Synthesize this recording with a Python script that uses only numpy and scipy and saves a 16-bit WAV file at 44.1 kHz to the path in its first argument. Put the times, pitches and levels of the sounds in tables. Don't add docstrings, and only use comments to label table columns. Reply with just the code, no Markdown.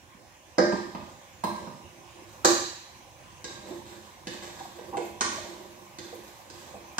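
import sys
import numpy as np
from scipy import signal
from scipy.fft import rfft, irfft, next_fast_len
from scipy.io import wavfile
from scipy.ndimage import uniform_filter1d

SR = 44100
rng = np.random.default_rng(int(sys.argv[2]) if len(sys.argv) > 2 else 0)


def to_wav(s):
    ch = np.atleast_2d(s).T
    pcm = np.round(np.clip(ch, -1, 1) * 32767)
    wavfile.write(sys.argv[1], SR, pcm.astype(np.int16))


def elevation(decibels):
    levels = np.asarray(decibels, float)
    return 10 ** (levels / 20)


N = 308259

# f/Hz, level/dB
HUM_COLOUR = [(20, -39), (45, -22), (100, -6), (160, -16), (300, -17), (800, -11.5), (1200, -15),
              (1500, -17.5), (2500, -16.5), (4500, -25.5), (6200, -20), (8500, -28), (12000, -31.5),
              (16000, -33.5)]
HUM_DB = -53
# t/s, level/dB
HUM_SWELL = [(0, -1), (.6, 0), (1.4, 2), (3.2, 2), (5.8, 1), (7, 3.5)]
# f/Hz, width/Hz, level/dB
ROOM_MODES = [(97.8, 22, 9), (193, 18, 3.5), (246, 18, 7), (359, 28.7, 14), (446, 44, -31),
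              (533.4, 41, 12.5), (626, 7.5, -8), (800, 22, 8), (1030, 137, 5.5)]

# t/s, level/dB, f/Hz, length/s
BUMPS = [(0.15, -48, 200, 0.015), (0.416, -55, 636, 0.036), (0.731, -20, 206, 0.026),
         (0.859, -38, 357, 0.047), (1.018, -45, 980, 0.048), (2.21, -45, 353, 0.04), (3.63, -46, 334, 0.04),
         (3.701, -29, 346, 0.045), (3.77, -59, 350, 0.072), (4.601, -37, 783, 0.036),
         (4.648, -38, 740, 0.028), (4.786, -37.5, 484, 0.024), (4.919, -32, 340, 0.044),
         (5.374, -34.5, 640, 0.033), (5.437, -40, 581, 0.059), (5.6, -43, 357, 0.03),
         (6.048, -48, 353, 0.03), (6.13, -34, 488, 0.02), (6.185, -41, 334, 0.018),
         (6.733, -36.5, 526, 0.048), (6.768, -44, 547, 0.022), (4.925, -26, 800, 0.053),
         (4.99, -37.5, 559, 0.048)]

# t/s, contact level/dB, ring level/dB, extra bass/dB, extra treble/dB
KNOCKS = [(0.583, -5, -15.5, 0.5, -1.5), (0.724, -26.5, -27.5, -4, -7), (0.949, -25.5, -30, 1, 1),
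          (1.438, -14, -23.5, -3.5, 12.5), (1.673, -29, -36.5, 10, -20), (2.448, -2, -15.5, 3.5, 6),
          (3.443, -26, -38, 0.5, 0.5), (4.271, -23.5, -34, -8, -6), (4.786, -34, -41, -4, -28),
          (4.97, -20.5, -27, -19.5, 4.5), (5.209, -13, -25.5, -3.5, 4.5), (5.986, -29.5, -36.5, -5.5, -1.5),
          (6.5, -34.5, -43, -7, 1), (6.983, -15.5, -25.5, 5, 5.5)]
# contact colour (f/Hz, level/dB), ringing modes (f/Hz, level/dB, T60/s)
BOTTOM = ([(59, -47), (100, -33), (343, -8.5), (415, -17.5), (524, -8), (721, -18), (784, -15),
           (1280, -22.5), (1650, -18.5), (2930, -44), (5080, -23.5), (16000, -78.5)], [(200.6, -12.5, 0.32),
           (257, -15, 0.15), (338, -9, 0.35), (353, -7.5, 0.37), (526, -9, 0.14), (606, -9.5, 0.29),
           (778, -7, 0.1), (1196, -13.5, 0.3), (1609, -5.5, 0.17), (1815, -15.5, 0.72), (1940, -20, 0.088),
           (4180, -20, 0.23), (5870, -19, .06)])
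WALL = ([(59, -52), (100, 4), (189, -13), (283, -16), (335, -7), (433, -16.5), (608, 0.5), (836, -11),
         (991, 2.5), (1390, -18.5), (4020, -33.5), (16000, -51)], [(210, -4, 0.095), (338, -8.5, 0.17),
         (640, -8, .06), (964, 7.5, 0.025), (1043, -15, 0.21), (1604, -9.5, 0.096), (4090, -10.5, 0.14)])
RIM = ([(59, -55), (100, -27.5), (295, -20), (335, 2), (424, -25.5), (524, -10), (676, -17), (1200, -12.5),
        (1280, -16), (3120, -32.5), (3940, -28.5), (6290, -18.5), (9410, -40), (16000, -46.5)],
        [(334, -3, 0.066), (517, -10.5, 0.19), (811, -6.5, 0.073), (1010, 4.5, 0.025), (1190, -3, 0.12),
        (3980, 2, 0.056), (4120, -5.5, 0.18), (4420, 5, .05), (4930, -6, .05), (5850, -1, 0.034),
        (6200, 4, 0.043), (7080, 7, .04)])
EDGE = ([(59, -34), (100, -8), (156, -33), (224, 0), (289, -35), (461, -1.5), (854, -13), (1080, -5),
         (1390, -32), (1610, -1.5), (3050, -17.5), (6840, -11.5), (16000, -57)], [(258, -9.5, 0.11),
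         (339, -12.5, 0.22), (1038, -7, 0.12), (1122, 3, 0.066), (1160, 2.5, 0.078), (1446, 10, 0.019),
         (1860, -11, 0.26)])
LIP = ([(59, -45), (100, -16), (343, -16), (705, -8), (1230, -9), (1450, -31), (1610, -8), (3190, -19),
        (3860, -9.5), (7140, -12.5), (16000, -52)], [(353, -4, 0.1), (484, 7, 0.036), (1610, -3, 0.25),
        (3900, 6, .07), (3700, -3, 0.16)])
FOOD = ([(59, -51), (100, -30), (343, 2.5), (442, 8), (752, 2.5), (991, -6), (1310, -17), (1870, -16.5),
         (4770, -36), (7290, -29), (16000, -72)], [(353, -1, 0.093), (493, -3, 0.13), (720, 2.5, 0.053),
         (780, -4, 0.056), (980, -4.5, 0.14)])
TAP = ([(88, -34), (150, -5.5), (376, -8), (998, -9.5), (2020, -23), (5050, -30), (8730, -49), (14800, -49),
        (16000, -69)], [(966, 7.5, 0.017), (1035, -16.5, 0.093), (1196, -5, 0.095)])
CORNER = ([(59, -41), (100, -8), (350, -5.5), (705, -11), (1170, -12), (1330, -26), (1580, -9),
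           (2170, -19.5), (3620, -13), (6560, -15), (16000, -46)], [(353, -1.5, 0.076), (511, -7, 0.086),
           (3600, -8, .03)])
SPOTS = [BOTTOM, TAP, TAP, WALL, TAP, RIM, LIP, CORNER, CORNER, FOOD, EDGE, CORNER, CORNER, EDGE]

# start t/s, length/s, wall pressure level/dB, food depth level/dB, wetness level/dB
STROKES = [(0.697, 0.3, -45.5, -1, -20), (0.983, 0.32, -54, 0, -22), (1.534, 0.12, -41, 5.5, -31),
           (1.71, .13, -59.5, 9.5, -13), (1.847, 0.28, -59, 3, -24), (2.148, 0.096, -51, 2, -24),
           (2.267, 0.27, -52, -16, -9), (3.482, 0.16, -42.5, -0.5, -21), (3.638, 0.18, -42, -1, -15),
           (3.841, 0.16, -42.5, -4.5, -17), (4.005, 0.32, -53.5, -7, -11), (4.297, 0.14, -40, -5.5, -19),
           (4.41, 0.36, -41, -6.5, -15), (4.753, 0.32, -51, 8.5, -8), (5.004, 0.077, -41, -6, -13),
           (5.286, 0.37, -37.5, -3.5, -19), (5.68, 0.31, -55.5, 1.5, -6), (6.023, 0.23, -43.5, -2.5, -13),
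           (6.225, 0.23, -47.5, -14, -11), (6.525, 0.18, -41, -12, -15), (6.65, 0.19, -50, 6.5, -16),
           (6.857, 0.088, -55, -1, -5)]
# f/Hz, width/Hz, level/dB
PUSH_MODES = [(206, 19.5, -0.5), (350, 32, 1.5), (522, 33, -3), (615, 34, -1), (793, 26, -9),
              (958, 125, -8), (1170, 160, -17)]
# f/Hz, level/dB
RUB_COLOUR = [(710, 2.5), (1200, 7.5), (1350, -5.5), (1610, 2.5), (2810, -9.5), (3770, 0), (4830, -6.5),
              (6190, -5), (7730, -2.5), (10000, -30), (13000, -50), (22000, -120)]
# f/Hz, level/dB
FIZZ_COLOUR = [(5000, -29), (8500, -8), (11000, -1), (14000, -0.5), (16000, -11)]
SETTLE_S, LIFT_S = 0.018, 0.032
# crest place (0-1), loss at the far end/dB
PUSH_SHAPE, RUB_SHAPE, FIZZ_SHAPE = (0.41, -6), (0.1, -14.5), (0.24, -6.5)

# f/Hz, T60/s
ROOM_T60 = [(60, 1), (200, 0.6), (500, 0.46), (1200, 0.58), (3000, 0.97), (6000, 0.66), (10000, 0.64),
            (16000, 0.55)]
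# t/s, level/dB
ECHOES = [(.0021, 0.5), (.0046, -9.5), (.0075, -2.5), (0.0103, -4), (0.016, -10.5)]
# f/Hz, level/dB
STANDING = [(193, -0.5), (254, -1), (330, -11), (353, 0), (519, -6.5), (598, -21), (795, -8.5)]
# f/Hz, correlation
PORT_LIKENESS = [(50, 0.87), (250, 0.92), (600, 0.71), (1200, 0.53), (2500, 0.19), (16000, 0.046)]

# f/Hz, level/dB
PORT_TILT = [(30, 4), (100, -8.5), (380, -4), (950, -2.5), (2380, -1.5), (5000, -5), (8500, -2.5),
             (15000, 6)]
# f/Hz, phase/rad
PORT_LEAD = [(250, 0.5), (600, 0.5), (1380, -2.5), (2240, 0), (5940, -2.5), (11800, 2), (16000, 6)]
# f/Hz, width/Hz, level/dB
TABLE_DIP = [(1329, 77, -7.5)]
LOW_EDGE_HZ, HIGH_EDGE_HZ = 45, 15800


def evened(x):
    return x / np.sqrt(np.mean(x ** 2) + 1e-20)


def read(points, hz):
    f, value = np.transpose(points)
    return np.interp(np.log(hz + 1), np.log(f + 1), value)


def add(mix, s, sound):
    part = mix[round(s * SR):][:len(sound)]
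    part += sound[:len(part)]


def humps(peaks, hz):
    return sum(db / (1 + (2 * (hz - f) / width) ** 2) for f, width, db in peaks)


def shaped(x, db_of_hz):
    size = next_fast_len(x.shape[-1], True)
    gain = elevation(db_of_hz(np.fft.rfftfreq(size, 1 / SR)))
    return irfft(rfft(x, size) * gain, size)[..., :x.shape[-1]]


def causal(points, bass_db, treble_db):
    hz = abs(np.fft.fftfreq(2048, 1 / SR))
    bass = bass_db / (1 + (hz / 700) ** 2)
    treble = treble_db / (1 + (3000 / (hz + 1)) ** 4)
    log_gain = np.log(elevation(np.maximum(read(points, hz) + bass + treble, -90)))
    return np.fft.ifft(np.exp(log_gain - 1j * signal.hilbert(log_gain).imag)).real


def diffuse(size, db_field):
    frames = size // 256 + 5
    hz = np.fft.rfftfreq(1024, 1 / SR)[:, None]
    a, b, c, d = rng.standard_normal((frames, 513, 4)).T
    same = np.clip(read(PORT_LIKENESS, hz), -1, 1)
    left = a + 1j * b
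    right = same * left + np.sqrt(1 - same ** 2) * (c + 1j * d)
    spectra = np.array([left, right]) * elevation(db_field(hz, np.arange(frames) * 256 / SR))
    return signal.istft(spectra, nperseg=1024, noverlap=768)[1][:, :size]


def hum():
    patches = rng.standard_normal((N // 256 + 5, 513))
    patches = uniform_filter1d(patches, 14, 0)
    patches = evened(uniform_filter1d(patches, 10, 1)).T

    def level(hz, s):
        return read(HUM_COLOUR, hz) + 1.27 * humps(ROOM_MODES, hz) + 2.23 * patches

    swell_db = np.interp(np.arange(N) / SR, *np.transpose(HUM_SWELL))
    return elevation(HUM_DB + swell_db) * evened(diffuse(N, level))


def bump(db, hz, length):
    t = np.arange(round(np.clip(length, .01, .2) * SR)) / SR
    noise = rng.standard_normal(SR // 4)
    crush = shaped(noise, lambda f: -20 * np.log10(1 + (2 * (f - 1.17 * hz) / 350) ** 2))
    tone = np.sin(2 * np.pi * hz * t)
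    return elevation(db - 5) * (tone + 0.68 * evened(crush)[:len(t)]) * np.hanning(len(t))


def knock(levels, spot):
    contact_db, ring_db, bass_db, treble_db = levels
    colour, modes = spot
    t = np.arange(SR // 2) / SR
    blow = elevation(-21.5) * rng.standard_normal(len(t)) * np.exp(-t / 0.0065)
    blow[0] += 1
    contact = signal.fftconvolve(blow, causal(colour, bass_db, treble_db))[:len(t)]
    contact /= np.linalg.norm(contact)
    hz, db, t60 = np.transpose(modes)[:, :, None]
    split = np.array([-2.0, 0, 0.9, 1.8])[:, None, None] * (hz / 4000) ** 3 * 70
    clusters = np.sin(2 * np.pi * (hz + split) * t).sum(0)
    ring = (elevation(db - 60 * t / np.clip(t60, .02, .6)) * clusters).sum(0)
    onset = 1 - np.exp(-t / 0.00098)
    return elevation(contact_db + 15.5) * contact + elevation(ring_db - 12.5) * ring * onset


def stroke_levels(t):
    levels = np.zeros((3, len(t)))
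    shapes = PUSH_SHAPE, RUB_SHAPE, FIZZ_SHAPE
    for start, length, pressure_db, depth_db, wet_db in STROKES:
        along = (t - start) / length
        touch = np.minimum((t - start) / SETTLE_S, 1 + (start + length - t) / LIFT_S)
        touch = np.clip(touch, 0, 1)
        for level, db, (crest, loss_db) in zip(levels, (depth_db, 0, wet_db), shapes):
            course_db = loss_db * np.clip(abs(along - crest) / (1 - crest), 0, 2)
            level += touch * elevation(pressure_db + db - 7.5 + course_db)
    return levels


def push_gain(hz):
    skirts = (elevation(db) / np.hypot(1, 2 * (hz - f) / width) ** 1.62 for f, width, db in PUSH_MODES)
    return 20 * np.log10(sum(skirts))


def strokes():
    t = np.arange(0, N + 128, 128) / SR
    levels = stroke_levels(t)
    lumps = elevation(1.66 * evened(uniform_filter1d(rng.standard_normal(N), 900)))
    slips = rng.standard_normal((3, N))
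    slips *= elevation(5.2 * np.minimum(rng.exponential(1, (3, N)), 5))
    slips *= rng.random((3, N)) < .1
    push = shaped(slips[0] * lumps, push_gain)
    rub = shaped(slips[1] * lumps, lambda hz: read(RUB_COLOUR, hz))
    fizz = shaped(slips[2] * lumps ** 1.8, lambda hz: read(FIZZ_COLOUR, hz))
    times = np.arange(N) / SR
    return sum(np.interp(times, t, level) * evened(x) for level, x in zip(levels, (push, rub, fizz)))


def kitchen(pot, bumps, wet_db=4.0, standing_db=-63, bump_wet_db=-6):
    t = np.arange(SR) / SR
    tail = diffuse(SR, lambda hz, s: -60 * s / read(ROOM_T60, hz))
    tail /= np.linalg.norm(tail[0])
    for hz, db in STANDING:
        decay_db = -60 * t / read(ROOM_T60, hz)
        tail += elevation(standing_db + db + decay_db) * np.sin(2 * np.pi * hz * t)
    path = elevation(wet_db) * tail * (1 - np.exp(-t / 0.013))
    for (s, db), (shift, sign) in zip(ECHOES, rng.uniform(-1, 1, (len(ECHOES), 2))):
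        arrivals = [round(s * SR), round(s * SR + 20 * shift)]
        path[[0, 1], arrivals] += elevation(db - 3.0) * np.sign(sign)
    sent = pot + elevation(bump_wet_db) * bumps
    wet = signal.fftconvolve(sent[None], path, axes=1)[:, :N]
    return elevation(-7) * pot + bumps + wet


def scene():
    pot = strokes()
    for (s, *levels), spot in zip(KNOCKS, SPOTS):
        add(pot, s - .0002, knock(levels, spot))
    bumps = np.zeros(N)
    for s, *settings in BUMPS:
        add(bumps, s - .005, bump(*settings))
    return kitchen(pot, bumps) + hum()


def band_limit(x):
    return signal.sosfilt(signal.butter(12, 16480, fs=SR, output="sos"), x)


def record(dry):
    padded = np.pad(dry, [(0, 0), (0, next_fast_len(N + 8192, True) - N)])
    hz = np.fft.rfftfreq(padded.shape[1], 1 / SR)
    side = np.array([[.5], [-.5]])
    gain = elevation(side * read(PORT_TILT, hz) + humps(TABLE_DIP, hz))
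    ports = gain * np.exp(1j * side * read(PORT_LEAD, hz))
    band = 1 / (1 + (LOW_EDGE_HZ / (hz + 1)) ** 4) / (1 + (hz / HIGH_EDGE_HZ) ** 300)
    mix = irfft(rfft(padded) * ports * band, padded.shape[1])[:, :N]
    return band_limit(mix)


dry = scene()
out = record(dry)
to_wav(out)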